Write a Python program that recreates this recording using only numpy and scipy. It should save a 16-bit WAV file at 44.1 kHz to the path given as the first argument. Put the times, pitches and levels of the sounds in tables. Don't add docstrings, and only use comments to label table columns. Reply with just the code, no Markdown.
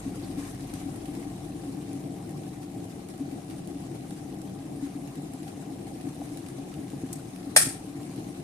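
import sys
import numpy as np
from scipy import signal
from scipy.fft import rfft, irfft, next_fast_len
from scipy.io import wavfile
from scipy.ndimage import uniform_filter1d, map_coordinates

SR = 44100
rng = np.random.default_rng(int(sys.argv[2]) if len(sys.argv) > 2 else 0)


def store_wav(level_fs):
    pcm = np.round(np.clip(np.atleast_2d(level_fs), -1, 1) * 32767)
    wavfile.write(sys.argv[1], SR, pcm.T.astype(np.int16))


N = 371763

# pitch_hz, density_db (per Hz)
ROOM_NOISE = [(10, -28), (22, -11), (32, -10), (50, -6.5), (70, -5), (120, -9.5), (400, -66)]
ROOM_NOISE_DB = -58.5
# time_s, pitch_hz, level_db
MOTOR_HUM = [(0, 50.6, -49), (0.7, 50.3, -51.5), (1, 49.2, -51.5), (1.72, 49.1, -54.5), (2.1, 48, -100)]
# multiple of its pitch, level_db
HUM_LINES = [(0.5, -12), (1, 0), (1.5, -12), (2, 1)]

# pitch_hz, t60_s
ROOM_DECAY = [(200, 0.2), (900, 0.36), (4000, 0.37), (9000, 0.34), (14000, 0.32)]
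# pitch_hz, level_db
WALLS = [(850, -6), (1300, -0.5), (2400, -1), (4500, 0.5), (11500, 1), (14500, -5)]
CLATTER_DB, CLATTERS_PER_S = 2.5, 260

# start_s, level_db
TICKS = [(7.128, -30), (7.1305, -26.5), (7.136, -31)]
# pitch_hz, density_db (per Hz)
TICK_COLOUR = [(400, -32), (1200, -14), (3500, -13), (5500, -4), (8300, 3), (11000, -3), (15000, -9)]
# start_s, housing_knock_db, spring_db
CONTACTS = [(7.562, -30, -13), (7.5642, -5, -6), (7.5665, -24, -5), (7.5695, -30, -7), (7.5723, -24, -7)]
# pitch_hz, level_db
HOUSING = [(440, -12), (535, -1.5), (630, 5), (735, 4.5), (850, -0.5), (1140, -5), (1350, 1.5), (1620, 2),
           (1830, 6.5), (2330, 2), (3200, -7), (4500, -2.5), (5300, -2.5)]
# pitch_hz, level_db
STEEL = [(1790, -1), (2545, -3), (3408, -2), (4170, 4), (4587, 5), (5040, 4.5), (5330, 5), (5470, 3),
         (6480, 3), (6988, -1), (8730, 5), (8890, 8), (9520, 6)]
STEEL_WIDTH_HZ = 15
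# pitch_hz, density_db (per Hz)
SPRING_CHATTER = [(400, -22), (1100, -14), (1900, -10), (2400, -14), (2800, -18), (3800, -16), (4600, -11),
                  (5400, -10.5), (6000, -14), (7200, -9.5), (7800, -2.5), (8350, -3.5), (9000, 2.5),
                  (9400, 0), (9900, -5.5), (12500, -11), (15000, -27)]
PORT_LAG_S = .000155

# time_s, fizz_db
SPRAY = [(0, -52.5), (0.8, -54.5), (1.8, -55.5), (2.6, -57), (3.5, -56), (4.7, -57), (6.05, -55.5),
         (8.43, -55)]
# peak_s, lift_db
PUFFS = [(0.39, 5.5), (0.45, 3), (0.75, 3.5), (1.14, 2.5), (3.335, 2), (4.84, 4.5), (5.48, 2), (6.07, 2)]
PUFF_RISE_S, PUFF_DECAY_S = 0.026, 0.06
# pitch_hz, density_db (per Hz)
FIZZ = [(530, -37), (900, -1.5), (1060, 1), (1430, -7), (2100, -4.5), (3500, -9.5), (3940, -8),
        (4490, -10.5), (7770, -11), (8960, -8), (11000, -12.5), (14400, -24), (15500, -44)]
# start_s, film_snap_db, splash_db
POPS = [(0.7382, -33, -49), (0.9597, -40, -56), (1.0565, -41, -48), (1.1518, -42, -50), (1.9303, -39, -60),
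        (2.2937, -42, -59), (2.3083, -41, -58), (2.631, -43, -55), (2.8424, -43, -56), (3.0869, -39, -56),
        (3.1782, -44, -57), (3.4999, -43, -51), (3.5095, -45, -50), (3.674, -38, -58), (4.1076, -39, -49),
        (4.4169, -38, -56), (5.0749, -45, -53), (5.1557, -42, -55), (5.3358, -37, -54), (5.4302, -44, -53),
        (5.4801, -47, -50), (5.8686, -47, -54), (6.0115, -42, -50), (6.3729, -37, -50), (6.4635, -44, -49),
        (6.4862, -40, -53), (6.7401, -43, -50), (6.9022, -41, -54), (7.3609, -40, -52), (8.0312, -44, -52),
        (8.1604, -43, -53)]
# pitch_hz, density_db (per Hz)
SNAP_COLOUR = [(800, -30), (3000, -16), (5000, -10), (7000, -6), (9500, 3), (14000, -15)]
# pitch_hz, density_db (per Hz)
SPLASH_COLOUR = [(500, -25), (1200, -1), (2500, 1), (4500, -0.5), (8000, -13)]

# pitch_hz, density_db (per Hz)
CHURN = [(60, -59), (110, -2), (300, 6), (500, -11), (800, -8.5), (950, -23), (1400, -40), (3000, -36.5)]
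# start_s, level_db
GLUGS = [(2.08, -39), (2.241, -38), (2.289, -30), (3.382, -26.5), (4.07, -41), (4.108, -33), (4.593, -31),
         (5.869, -28), (6.215, -20.5)]
# pitch_hz, width_hz, level_db
CAVITY = [(540, 38, -12.5), (695, 61, -7), (780, 55, -5.5)]

# pitch_hz, width_hz, level_db
JUG = [(116, 40.4, -9.5), (150.8, 18.9, -4), (174.8, 12.1, -5), (188.4, 13.6, -4), (279.4, 23.1, -3),
       (345.8, 39.7, -10), (437, 30, -17), (567, 71, -25), (668, 120, -22.5), (784.7, 62.5, -19)]
# start_s, level_db, pitch_hz
THUMPS = [(0.058, -23, 266), (0.172, -26.5, 289), (0.299, -27, 288), (0.373, -21, 284), (0.727, -26.5, 279),
          (0.856, -22.5, 275), (0.955, -30.5, 306), (1.08, -24.5, 287), (1.259, -28, 287),
          (1.542, -26.5, 280), (1.668, -26.5, 287), (1.769, -28.5, 288.3), (1.961, -28, 252),
          (2.096, -25.5, 278), (2.762, -24, 276), (3.204, -22, 280), (3.325, -23, 282), (3.752, -25.5, 284),
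          (4.652, -29, 286), (4.823, -20.5, 282), (4.951, -27, 283), (5.171, -25, 278), (5.235, -25.5, 288),
          (5.702, -26, 278), (5.96, -27, 270), (6.061, -26.5, 292), (6.203, -28.5, 283), (6.31, -26.5, 287),
          (6.561, -32, 279), (6.697, -30, 291), (6.782, -29.5, 299), (6.932, -31.5, 275),
          (7.466, -25.5, 275), (7.951, -26.5, 281), (8.184, -33, 304)]
THUMP_RISE_S = 0.011
# start_s, level_db
KNOCKS = [(0.373, -24), (1.827, -25), (5.124, -35), (6.578, -35), (7.036, -18), (7.670, -18.5)]
# pitch_hz, width_hz, level_db
KNOCK_MODES = [(160, 45, -14), (272, 27, -6), (350, 120, -23)]
# pitch_hz, level_db
CUSHION = [(330, 0), (470, -7), (700, -18), (1400, -45)]
BOIL_DB, BOIL_EASE_DB_PER_S = -36.5, 0.0841
LUMP_DB, LUMPS_PER_S = 1.15, 20
SURGE_DB, SURGE_RISE_S, SURGE_DECAY_S = 1.5, 0.013, 0.1

# pitch_hz, correlation (clipped to -1..1)
PORT_LIKENESS = [(120, 4.5), (280, 0.8), (600, 0.5), (1100, 0.16), (2000, -0.16), (4000, 0), (9000, 0)]
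# pitch_hz, left_minus_right_db
PORT_BALANCE = [(55, 0), (130, 1.5), (200, 1.8), (280, 3.2), (350, 5.5), (430, 1.5), (560, 4.5), (740, 6),
                (1200, 2), (2000, 3), (3300, 0), (5500, 3), (8700, 3), (10500, -1.5), (15000, -1.5)]
TOP_HZ = 15650


def amp(db):
    return 10 ** (np.asarray(db) / 20)


def unit(x):
    return x / np.sqrt(np.mean(x ** 2) + 1e-20)


def along(points, hz):
    f, v = np.transpose(points)
    return np.interp(np.log(hz + 1), np.log(f), v)


def curve(rows):
    return np.interp(np.arange(N) / SR, *np.transpose(rows))


def wobble(rate):
    knots = rng.standard_normal(int(N * rate / SR) + 4)
    return map_coordinates(knots, [np.arange(N) * rate / SR])


def filtered(x, response):
    m = next_fast_len(x.shape[-1] + SR // 2)
    spectrum = rfft(x, m) * response(np.fft.rfftfreq(m, 1 / SR))
    return irfft(spectrum, m)[..., :x.shape[-1]]


def coloured(x, spectrum):
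    return filtered(x, lambda hz: amp(along(spectrum, hz)))


def ring(x, modes, turn=-1):
    def response(f):
        total = 0
        for k, (centre, width, db) in enumerate(modes):
            damping = 1j * f * width
            total = total + turn ** k * amp(db) * damping / (centre * centre - f * f + damping)
        return total
    return filtered(x, response)


def spread(pair):
    def mid_side(hz):
        angle = np.arccos(np.clip(along(PORT_LIKENESS, hz), -1, 1)) / 2
        return np.array([np.cos(angle), np.sin(angle)])
    mid, side = filtered(pair, mid_side)
    return np.array([mid + side, mid - side])


def add(track, s, sound):
    part = track[..., round(s * SR):][..., :sound.shape[-1]]
    part += sound[..., :part.shape[-1]]


def kicks(rate, scatter_db):
    hit = rng.random((2, N)) < rate / SR
    sign = np.sign(rng.standard_normal((2, N)))
    return hit * sign * amp(scatter_db * np.clip(rng.standard_normal((2, N)), -2, 2))


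def blows(rows):
    out = np.zeros(N)
    for s, db in rows:
        add(out, s, amp([db]))
    return out


def bursts(rows, t60):
    out, t = np.zeros((2, N)), np.arange(SR // 10) / SR
    for s, db in rows:
        add(out, s, amp(db - 60 * t / t60) * rng.standard_normal((2, len(t))))
    return out


def scattered(count, top_db, range_db):
    return [(when * (N - 1) / SR, top_db - range_db * size) for when, size in rng.random((count, 2))]


def swells(peak_times, rise_s, decay_s):
    age = np.arange(N) / SR - np.array(peak_times)[:, None]
    return np.clip(1 + age / rise_s, 0, 1) * np.exp(-np.maximum(age, 0) / decay_s)


def patchy(depth_db):
    z = signal.stft(rng.standard_normal((2, N)), nperseg=512)[2]
    field = uniform_filter1d(rng.standard_normal(z.shape[1:]), size=7, axis=0)
    field = uniform_filter1d(field, size=6, axis=1)
    return signal.istft(z * amp(depth_db * unit(field)), nperseg=512)[1][:, :N]


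def chirps(count, low_hz, span, cycles, range_db, glide):
    when, port, pitch, size = rng.random((count, 4)).T[..., None]
    step = np.arange(int(2 * cycles / low_hz * SR))
    turns = low_hz * span ** pitch * step / SR
    age = turns / cycles
    tone = np.sin(2 * np.pi * turns * (1 + glide * np.minimum(age, 2)))
    dying = tone * (1 - np.exp(-turns)) * amp(-30 * age - range_db * size)
    index = (port * 2).astype(int) * N + ((when * N).astype(int) + step) % N
    return unit(np.bincount(index.ravel(), dying.ravel(), 2 * N).reshape(2, N))


def in_room(x, wet_db):
    hz, t, z = signal.stft(rng.standard_normal((2, SR // 2)), SR, nperseg=256)
    fall_db = along(WALLS, hz)[:, None] - 60 * t / along(ROOM_DECAY, hz)[:, None]
    tail = signal.istft(z * amp(fall_db), SR, nperseg=256)[1]
    tail = tail * np.clip(np.arange(tail.shape[1]) / SR / 0.0044, 0, 1)
    tail = tail * amp(CLATTER_DB * wobble(CLATTERS_PER_S)[:tail.shape[1]])
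    wet = signal.fftconvolve(x, tail / np.linalg.norm(tail[0]), axes=1)[:, :N]
    return x + amp(wet_db) * wet


def room_noise():
    return amp(ROOM_NOISE_DB) * unit(coloured(rng.standard_normal(N), ROOM_NOISE))


def motor_hum():
    pitch_hz = curve([(s, hz) for s, hz, _ in MOTOR_HUM])
    level_db = curve([(s, db) for s, _, db in MOTOR_HUM])
    turns = np.cumsum(pitch_hz) / SR
    lines = sum(amp(db) * np.sin(2 * np.pi * k * turns) for k, db in HUM_LINES)
    return amp(level_db) * lines


def switch():
    knocks = blows([(s, db) for s, db, _ in CONTACTS])
    strike = filtered(knocks, lambda hz: np.exp(-2j * np.pi * np.outer([0, PORT_LAG_S], hz)))
    plastic_modes = [(hz, .075 * hz, db) for hz, db in HOUSING]
    housing = amp(25) * ring(strike, plastic_modes, turn=1)
    little_bass = signal.butter(4, 470, "highpass", fs=SR, output="sos")
    housing = signal.sosfilt(little_bass, housing)
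    steel = amp(25) * ring(strike, [(hz, STEEL_WIDTH_HZ, db) for hz, db in STEEL])
    chatter = bursts([(s, db) for s, _, db in CONTACTS], t60=0.035)
    spring = amp(5.5) * coloured(chatter, SPRING_CHATTER)
    ticks = coloured(bursts(TICKS, t60=0.02), TICK_COLOUR)
    return steel + in_room(housing, wet_db=-6.5) + in_room(spring, wet_db=-4.2) + in_room(ticks, wet_db=-8)


def spray():
    peak_times, lift_db = np.transpose(PUFFS)
    return amp(curve(SPRAY) + lift_db @ swells(peak_times, PUFF_RISE_S, PUFF_DECAY_S))


def fizz():
    hiss = coloured(patchy(depth_db=3.5), [(3500, -3.5), (8000, -0.5)]) * amp(2.0 * wobble(45))
    brighter = coloured(patchy(depth_db=4.0), [(3000, -8.5), (7000, -2.0)]) * amp(2.6 * wobble(40))
    steam = unit(coloured(hiss + brighter, FIZZ)) * amp(1.0 * wobble(90))
    crackle = unit(in_room(coloured(kicks(rate=260, scatter_db=3.5), FIZZ), wet_db=0))
    faint_tones = chirps(count=2600, low_hz=995, span=6.36, cycles=18.0, range_db=6, glide=.05)
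    longer_tones = chirps(count=260, low_hz=1220, span=4.52, cycles=38, range_db=9.5, glide=0.094)
    surface = amp(0.2) * steam + amp(-2) * crackle + amp(-12) * faint_tones + amp(-14.5) * longer_tones
    return spray() * spread(surface)


def surface_pops():
    weak = scattered(count=120, top_db=-46, range_db=7)
    snaps = amp(4) * bursts([(s, db) for s, db, _ in POPS] + weak, t60=.016)
    spits = scattered(count=110, top_db=-53.5, range_db=7)
    splashes = amp(10.5) * bursts([(s, db) for s, _, db in POPS] + spits, t60=0.026)
    pops = in_room(coloured(snaps, SNAP_COLOUR) + coloured(splashes, SPLASH_COLOUR), wet_db=-5.0)
    return pops * amp([[-1.5], [1]])


def boil():
    surge = swells([s for s, _, _ in THUMPS], SURGE_RISE_S, SURGE_DECAY_S).max(axis=0)
    easing_db = BOIL_DB - BOIL_EASE_DB_PER_S * np.arange(N) / SR
    return amp(easing_db + LUMP_DB * wobble(LUMPS_PER_S) + SURGE_DB * surge)


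def gurgle(rolling):
    rising = chirps(count=900, low_hz=398.0, span=2.205, cycles=9.5, range_db=3.5, glide=0.027)
    bed = unit(coloured(kicks(rate=900, scatter_db=6), CHURN))
    gulps = amp(36.5) * ring(blows(GLUGS), CAVITY)
    return rolling * spread(amp(-22.0) * rising + amp(-9.5) * bed) + gulps


def rumble(rolling):
    jug = unit(spread(ring(kicks(rate=900, scatter_db=2.5), JUG)))
    roll = amp(-3.0) * rolling * jug
    t, swings = np.arange(SR // 6) / SR, np.zeros(N)
    swing = t / THUMP_RISE_S * np.exp(1 - t / THUMP_RISE_S)
    for s, db, hz in THUMPS:
        add(swings, s, amp(db) * swing * np.sin(2 * np.pi * hz * t))
    knocks = amp(50.0) * ring(blows(KNOCKS), KNOCK_MODES, turn=0.8)
    return roll + amp(-5.0) * swings + coloured(knocks, CUSHION)


def scene():
    rolling = boil()
    background = room_noise() + motor_hum()
    surface = fizz() + surface_pops()
    kitchen = background + switch() + surface + gurgle(rolling) + rumble(rolling)
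    return filtered(kitchen, lambda hz: amp(np.outer([.5, -.5], along(PORT_BALANCE, hz))))


def record(dry):
    held = dry / (1 + (dry / .9) ** 6) ** (1 / 6)
    return filtered(held, lambda hz: np.clip((TOP_HZ - hz) / 500, 0, 1))


dry = scene()
out = record(dry)
store_wav(out)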